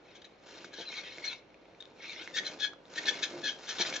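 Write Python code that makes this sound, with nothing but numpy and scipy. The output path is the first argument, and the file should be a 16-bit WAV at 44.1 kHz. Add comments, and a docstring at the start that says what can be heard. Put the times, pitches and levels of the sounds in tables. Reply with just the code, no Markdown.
"""A strip of film slides into a plastic spiral reel, turned by hand in short pushes on a wooden table.
The film's edges rustle along the groove in many tiny slips, catch in rasping scrapes, squeal briefly
and tick against the ribs. The strip also crackles between the fingers that guide it.
The reel rumbles on its spindle, knocks on the table and groans once. The room is small and quiet."""
import sys
import numpy as np
from scipy import signal
from scipy.fft import rfft, irfft, next_fast_len
from scipy.io import wavfile
from scipy.ndimage import uniform_filter1d, map_coordinates

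SR = 44100
rng = np.random.default_rng(int(sys.argv[2]) if len(sys.argv) > 2 else 0)


def log_audio(samples):
    """Write samples as a 16-bit WAV file to the path given in sys.argv[1]."""
    # one column per channel
    frames = np.atleast_2d(samples).T
    # limit to full scale, then quantise
    limited = np.clip(frames, -1, 1)
    pcm = np.round(limited * 32767).astype(np.int16)
    wavfile.write(sys.argv[1], SR, pcm)


N = 176400


def sliding():
    """The film's edges rub along the groove: a rustle of fine crackle and tiny chirps."""
    # how loud the sliding is, push by push (time [s], level [dB])
    pushes = [(0, -73), (.1, -60), (.27, -68.5), (.37, -72), (.57, -54), (.71, -65), (.76, -58), (.91, -47),
              (.985, -38), (1.02, -47.5), (1.11, -45.5), (1.17, -56.5), (1.33, -42.5), (1.42, -73.5),
              (1.95, -71), (2.03, -46.5), (2.22, -46), (2.31, -61), (2.44, -56), (2.7, -68.5),
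              (2.84, -86.5), (3.0, -50.5), (3.15, -45.5), (3.33, -56.5), (3.63, -66), (3.79, -52),
              (3.95, -49.5), (4, -58)]
    # how strong its low and high sounds are (frequency [Hz], level [dB])
    colour = [(400, -32), (700, -12.5), (1100, -13), (1900, -4.5), (2220, 4), (2500, 0), (2850, -7.5),
              (3300, -4), (4100, -5), (4900, -14.5), (6000, -12.5), (7300, -23.5), (8200, -47)]
    rub = patchy(slips(per_s=1500, spread_db=5, smooth_db=-1.5), depth_db=4.2) * amp(2 * wobble(70))
    rustle = coloured(unit(rub) + amp(-10.5) * chirps(), colour)
    return wandering(rustle, per_s=14, share=.015) * amp(curve(pushes))


def chirps(per_s=420, fade_s=.007, range_hz=(1900, 6500)):
    """The film sticks and slips in tiny chirps, each with its own pitch, most gliding down."""
    out, t = np.zeros(N + SR), np.arange(-SR // 20, SR // 20) / SR
    for when, pitch, glide, size in rng.random((int(per_s * N / SR), 4)):
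        hz = np.interp(pitch, [0, 1], range_hz) * (1 + (.75 - 3 * glide) * t)
        phase = 2 * np.pi * np.cumsum(hz) / SR
        out[int(when * N):][:len(t)] += size * swell(t, fade_s, fade_s) * np.sin(phase)
    return unit(out[:N])


def scraping():
    """Where the film catches, a rush of slips makes the strip ring with a rasp."""
    # each catch (peak time [s], rise [s], fall [s], level [dB])
    scrapes = [(0.161, 0.019, 0.025, -53), (.22, 0.005, 0.0084, -50.5), (.246, .003, 0.021, -50),
               (0.649, 0.0079, 0.018, -48.5), (0.737, 0.0092, 0.021, -48.5), (.81, 0.082, 0.032, -43.5),
               (1.246, .006, 0.058, -40), (1.805, 0.0013, 0.013, -50), (2.373, 0.014, 0.026, -31.5),
               (2.389, 0.028, 0.014, -34), (2.469, 0.033, 0.042, -40), (2.604, 0.0094, 0.041, -40),
               (2.645, 0.044, 0.04, -39.5), (2.96, .008, .02, -40.5), (2.983, 0.026, 0.022, -38),
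               (3.086, 0.03, 0.031, -29), (3.232, 0.01, 0.031, -28), (3.442, 0.0079, 0.033, -42.5),
               (3.48, 0.024, 0.063, -38), (3.698, 0.03, 0.038, -35), (3.815, 0.032, 0.024, -27.5),
               (3.867, 0.017, 0.029, -36.5), (3.94, 0.0039, 0.02, -32.5), (3.964, 0.011, .012, -31)]
    t = np.arange(N) / SR
    force = np.sqrt(sum((amp(db) * swell(t - s, rise, fall)) ** 2 for s, rise, fall, db in scrapes))
    rub = patchy(slips(per_s=2500, spread_db=0, smooth_db=-8.5), depth_db=3)
    rasp = unit(filtered(rub, strip))
    return force * wandering(rasp, per_s=20, share=.01)


def strip(hz):
    """The film strip rings at its own pitches: how strongly it answers each frequency."""
    # those pitches (frequency [Hz], width [Hz], level [dB])
    resonances = [(1731, 140, -0.5), (2216, 55, 1.5), (2500, 133, -3), (2974, 220, -2), (3367, 390, 1.5),
                  (3885, 230, 5), (4040, 466, -1), (4960, 230, -7), (5710, 430, -6), (6700, 1200, -14.5)]
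    return sum((-1) ** k * amp(db) * 1j * hz * width / (centre ** 2 - hz ** 2 + 1j * hz * width)
               for k, (centre, width, db) in enumerate(resonances))


def squealing():
    """Sticking and slipping fall into a fast rhythm: rough squeals and purer whistles."""
    # the strip sings one note (peak time [s], rise and fall [s], pitch [Hz], level [dB])
    whistles = [(.886, 0.032, 4010, -40.5), (1.247, 0.012, 2214, -35.5), (1.275, 0.051, 4190, -38),
                (1.258, 0.012, 5880, -40), (1.807, 0.0044, 3674, -39.5), (2.468, 0.023, 4070, -36.5),
                (3.868, 0.0097, 4000, -36)]
    # the edge squeals (peak time [s], rise [s], fall [s], pitch [Hz], level [dB], relative octave [dB])
    squeals = [(0.739, 0.01, 0.03, 1651, -48.5, -1), (.815, 0.016, 0.047, 1623, -52, 6),
               (2.356, 0.02, 0.018, 1786, -37, 1), (2.39, 0.016, 0.026, 1840, -31.5, -19.5),
               (2.644, 0.047, 0.039, 1683, -36, 7), (2.986, 0.013, 0.011, 1829, -27.5, -20),
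               (3.083, 0.024, 0.036, 1766, -32.5, -9), (3.092, 0.017, 0.0074, 1697, -34.5, 12.5),
               (3.459, 0.03, 0.03, 1699, -33.5, -2), (3.48, 0.013, 0.033, 1633, -38, 10),
               (3.699, 0.016, 0.05, 1810, -42, -19)]
    # every second slip is weaker, so overtones also lie halfway (multiple of the pitch, level [dB])
    overtones = [(1.5, -11), (2.5, -4), (3, -12), (3.5, -14), (4, -17)]
    out = sum(squeak(s, fade, fade, hz, db, partials=[(1, 0)], waver=.011, sag_per_s=.9)
              for s, fade, hz, db in whistles)
    for s, rise, fall, hz, db, octave_db in squeals:
        # a weak octave means weak overtones too
        upper = [(k, level + .63 * min(octave_db, 0)) for k, level in overtones]
        out += squeak(s, rise, fall, hz, db, partials=[(1, 0), (2, octave_db)] + upper)
    return out


def squeak(peak_s, rise_s, fall_s, hz, db, partials, waver=.022, sag_per_s=.45):
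    """One rubbed note: its pitch sinks and wavers, and each partial (pure tone in it) flutters."""
    out, t = np.zeros(N), np.arange(N) / SR - peak_s
    near = np.abs(t) < .15
    t = t[near]

    def drift(per_s):
        """Straight lines between random values."""
        values = rng.standard_normal(SR // 100)
        return np.interp(np.arange(len(t)) * per_s / SR, np.arange(len(values)), values)

    phase = 2 * np.pi * np.cumsum(hz * (1 + waver * drift(700) - sag_per_s * t)) / SR
    note = sum(amp(level + 3.6 * drift(500)) * np.sin(k * phase) for k, level in partials)
    out[near] = amp(db) * swell(t, rise_s, fall_s) * note
    return out


def ticking(ring_s=.011, crack_s=.008, delay_s=.001313):
    """The edge snaps over a rib: a short ring, and a dry crack that runs through the strip."""
    # each snap (time [s], relative level [dB], pitch [Hz])
    ticks = [(0.605, -45, 2800), (0.6433, -36.5, 1560), (0.926, -33.5, 2150), (1.1818, -32.5, 2160),
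             (1.5025, -51.5, 2230), (1.5424, -46, 2400), (1.6536, -49.5, 2320), (1.7469, -50, 2310),
             (1.8234, -37.5, 3550), (1.8537, -42.5, 3630), (2.2743, -29.5, 2070), (2.434, -35, 2080),
             (2.7324, -39, 1300), (2.853, -47, 3590), (3.0388, -33, 2160), (3.056, -27, 4020),
             (3.7838, -26, 3550), (3.8495, -26, 2050), (3.925, -25.5, 2290)]
    rings, cracks = np.zeros((2, N + SR))
    t = np.arange(SR // 20) / SR
    for s, db, hz in ticks:
        start = round((s + delay_s) * SR)
        rings[start:][:len(t)] += np.sin(2 * np.pi * hz * t) * amp(db + 1.5 - 60 * t / ring_s)
        cracks[start:][:len(t)] += rng.standard_normal(len(t)) * amp(db + 1 - 60 * t / crack_s)
    return rings[:N] + filtered(cracks[:N], strip)


def finger_rub():
    """The strip slips between the guiding fingers with a dry crackle."""
    # how loud the crackle is (time [s], level [dB])
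    pulls = [(.39, -78.5), (.48, -54), (.66, -58.5), (.72, -74), (1.27, -53.5), (1.43, -88), (2.3, -59),
             (2.52, -52.5), (2.8, -79.5), (2.95, -48.5), (3.13, -47), (3.6, -57.5), (3.69, -47),
             (3.82, -41.5), (4, -44.5)]
    # its broad tone colour (frequency [Hz], level [dB])
    colour = [(200, -15.5), (600, -0.5), (1500, 2), (4500, -1.5), (6800, -4.5), (8200, -21.5)]
    crackle = slips(per_s=900, spread_db=4, smooth_db=-2.5) * amp(2.5 * wobble(120))
    return coloured(crackle, colour) * amp(curve(pulls))


def reel():
    """The turning reel rubs on spindle and table; once its base chatters into a hollow groan."""
    # how loud the rumble is (time [s], level [dB])
    turns = [(0, -63), (.4, -65), (.6, -54), (.71, -59.5), (1.3, -57), (1.47, -67.5), (2.2, -57.5),
             (2.5, -50), (2.8, -61.5), (3.1, -47.5), (3.29, -52.5), (3.335, -47), (3.48, -48.5),
             (3.62, -61), (3.92, -45.5), (4, -55)]
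    # its low tone colour (frequency [Hz], level [dB])
    colour = [(45, -23.5), (120, -13.5), (200, -4), (360, -2), (470, -3.5), (800, -8.5), (1200, -14),
              (2200, -36.5)]
    rumble = coloured(slips(per_s=250, spread_db=4, smooth_db=-2.5), colour) * amp(curve(turns))
    groan = squeak(peak_s=3.345, rise_s=.04, fall_s=.075, hz=352.8, db=-42.5, partials=[(1, 0)])
    return rumble + groan


def knocking(rise_s=.00037):
    """The reel rocks, and its soft knocks make the table top ring."""
    # each knock (time [s], level [dB])
    knocks = [(.646, -52.5), (0.784, -48), (.80, -45), (1.182, -52), (3.797, -36.5), (3.808, -43)]
    # the wood's own notes (pitch [Hz], level [dB], time to fade by 60 dB [s])
    wood_notes = [(200, 0, 0.07), (356.4, 1.5, 0.13), (477, 4, 0.078), (683, 1.5, 0.039), (886, -1, 0.051)]
    out, t = np.zeros(N + SR), np.arange(SR // 4) / SR
    for s, db in knocks:
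        ring = 0
        for hz, level, fade_s in wood_notes:
            gain = amp(level + rng.normal(0, 1.2) - 60 * t / fade_s)
            ring += gain * np.sin(2 * np.pi * (hz * t + rng.random()))
        out[round(s * SR):][:len(t)] += amp(db) * ring * (1 - np.exp(-t / rise_s))
    return out[:N]


def slips(per_s, spread_db, smooth_db):
    """Friction: tiny clicks of random size over the hiss of smooth rubbing."""
    sizes = amp(spread_db * np.clip(rng.standard_normal(N), -2, 2)) * rng.choice([-1, 1], N)
    clicks = sizes * (rng.random(N) < per_s / SR)
    return unit(unit(clicks) + amp(smooth_db) * rng.standard_normal(N))


def patchy(x, depth_db):
    """The point of contact moves, so narrow bands of pitch come and go."""
    bands = signal.stft(x, nperseg=512)[2]
    patches = uniform_filter1d(rng.standard_normal(bands.shape), size=3, axis=0)  # smooth over pitch
    patches = uniform_filter1d(patches, size=7, axis=1)  # and over time
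    return signal.istft(bands * amp(depth_db * np.clip(unit(patches), -2, 2)), nperseg=512)[1][:N]


def wandering(x, per_s, share):
    """The strip's free length changes, so its ringing drifts by a small share of its pitch."""
    return map_coordinates(x, [np.arange(N) + share * SR / per_s * wobble(per_s)], mode="mirror")


def off_to_left(x, lag_s=2e-5):
    """Sound from the left reaches that side a moment later, and its treble is stronger there."""
    # how much louder the left is than the right (frequency [Hz], level [dB])
    left_louder = [(300, -1), (1000, -2.5), (2000, -1.5), (4000, 6), (7500, -0.5)]
    sides = np.array([[.5], [-.5]])
    return filtered(x, lambda hz: amp(sides * along(left_louder, hz))
                    * np.exp(-2j * np.pi * hz * sides * lag_s))


def room(x, tail_db, early_db, early_fade_s):
    """Sound bounces quickly off table and walls, then dies away in a short tail."""
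    # how long the tail lasts (frequency [Hz], time to fade by 60 dB [s])
    fades = [(200, .22), (1500, .28), (8000, .2)]
    hz, t, bands = signal.stft(rng.standard_normal((2, SR // 2)), SR, nperseg=256)
    tail = signal.istft(bands * amp(-60 * t / along(fades, hz)[:, None]), SR, nperseg=256)[1]
    early = rng.standard_normal(tail.shape) * amp(-60 * np.arange(tail.shape[1]) / SR / early_fade_s)
    early -= uniform_filter1d(early, size=41, axis=1)  # small nearby surfaces return no bass
    echoes = amp(tail_db) * tail / np.linalg.norm(tail[0])
    echoes += amp(early_db) * early / np.linalg.norm(early[0])
    return all_around(signal.fftconvolve(x[None], echoes, axes=1)[:, :N])


def air(noise_db=-60, hum_hz=54.4, hum_db=-78.5):
    """Steady room noise with a faint low hum."""
    # tone colour of the still room (frequency [Hz], level [dB])
    colour = [(25, -28), (100, -10.5), (250, -8), (480, -2), (1000, -14), (2200, -18), (3500, -22.5),
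              (6500, -36.5), (8500, -64)]
    hum = amp(hum_db) * np.sin(2 * np.pi * hum_hz * np.arange(N) / SR + .5 * wobble(5.6))
    return amp(noise_db) * coloured(all_around(rng.standard_normal((2, N))), colour) + hum


def all_around(pair):
    """Mixes two unrelated sounds into a left and right that are most alike in the bass."""
    # how alike the room sounds on both sides (frequency [Hz], likeness [0 to 1])
    likeness = [(40, 0.65), (200, 0.82), (1000, 0.5), (2500, 0.32), (6000, 0.17)]
    angle = lambda hz: np.arccos(along(likeness, hz)) / 2
    mid, side = filtered(pair, lambda hz: np.array([np.cos(angle(hz)), np.sin(angle(hz))]))
    return np.array([mid + side, mid - side])


def amp(db):
    """Turns decibels into a factor to multiply by."""
    return 10 ** (np.asarray(db) / 20)


def unit(x):
    """Scales x to an average strength (rms) of 1."""
    return x / np.sqrt(np.mean(x ** 2) + 1e-20)


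def along(points, hz):
    """Reads between (frequency, value) points, with octaves evenly spaced."""
    freqs, values = np.transpose(points)
    return np.interp(np.log(hz + 1), np.log(freqs + 1), values)


def curve(points):
    """Joins (time, value) points into one value per sample."""
    return np.interp(np.arange(N) / SR, *np.transpose(points))


def wobble(per_s):
    """A smooth curve through per_s random values a second."""
    return map_coordinates(rng.standard_normal(int(N * per_s / SR) + 4), [np.arange(N) * per_s / SR])


def swell(t, rise, fall):
    """A rounded peak at time 0, 20 dB down at rise seconds before and fall seconds after."""
    return amp(-20 * np.minimum(np.abs(t / np.where(t < 0, rise, fall)) ** 1.87, 10))


def filtered(x, response):
    """Multiplies each frequency in x by response(frequency)."""
    size = next_fast_len(N + SR // 2)
    return irfft(rfft(x, size) * response(np.fft.rfftfreq(size, 1 / SR)), size)[..., :N]


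def coloured(x, colour):
    """Gives x a tone colour, at an average strength of 1."""
    return unit(filtered(x, lambda hz: amp(along(colour, hz))))


def scene(bass_hz=129):
    """Film and reel lie a little to the left in a small room, and give off little deep bass."""
    sources = sliding() + finger_rub() + scraping() + squealing() + ticking() + reel() + knocking()
    sources = filtered(sources, lambda hz: hz ** 3 / np.sqrt(hz ** 6 + bass_hz ** 6))
    direct = amp(-1) * off_to_left(sources)
    return direct + room(sources, tail_db=-10, early_db=-7.5, early_fade_s=.031) + air()


def record(dry):
    """The highest treble drops to a faint level, then stops altogether."""
    drop_hz, stop_hz = 7600, 8850
    treble_cut = lambda hz: (hz < stop_hz) * (.07 + 1 / np.sqrt(1 + (hz / drop_hz) ** 70)) / 1.07
    return filtered(dry, treble_cut)


dry = scene()
out = record(dry)
log_audio(out)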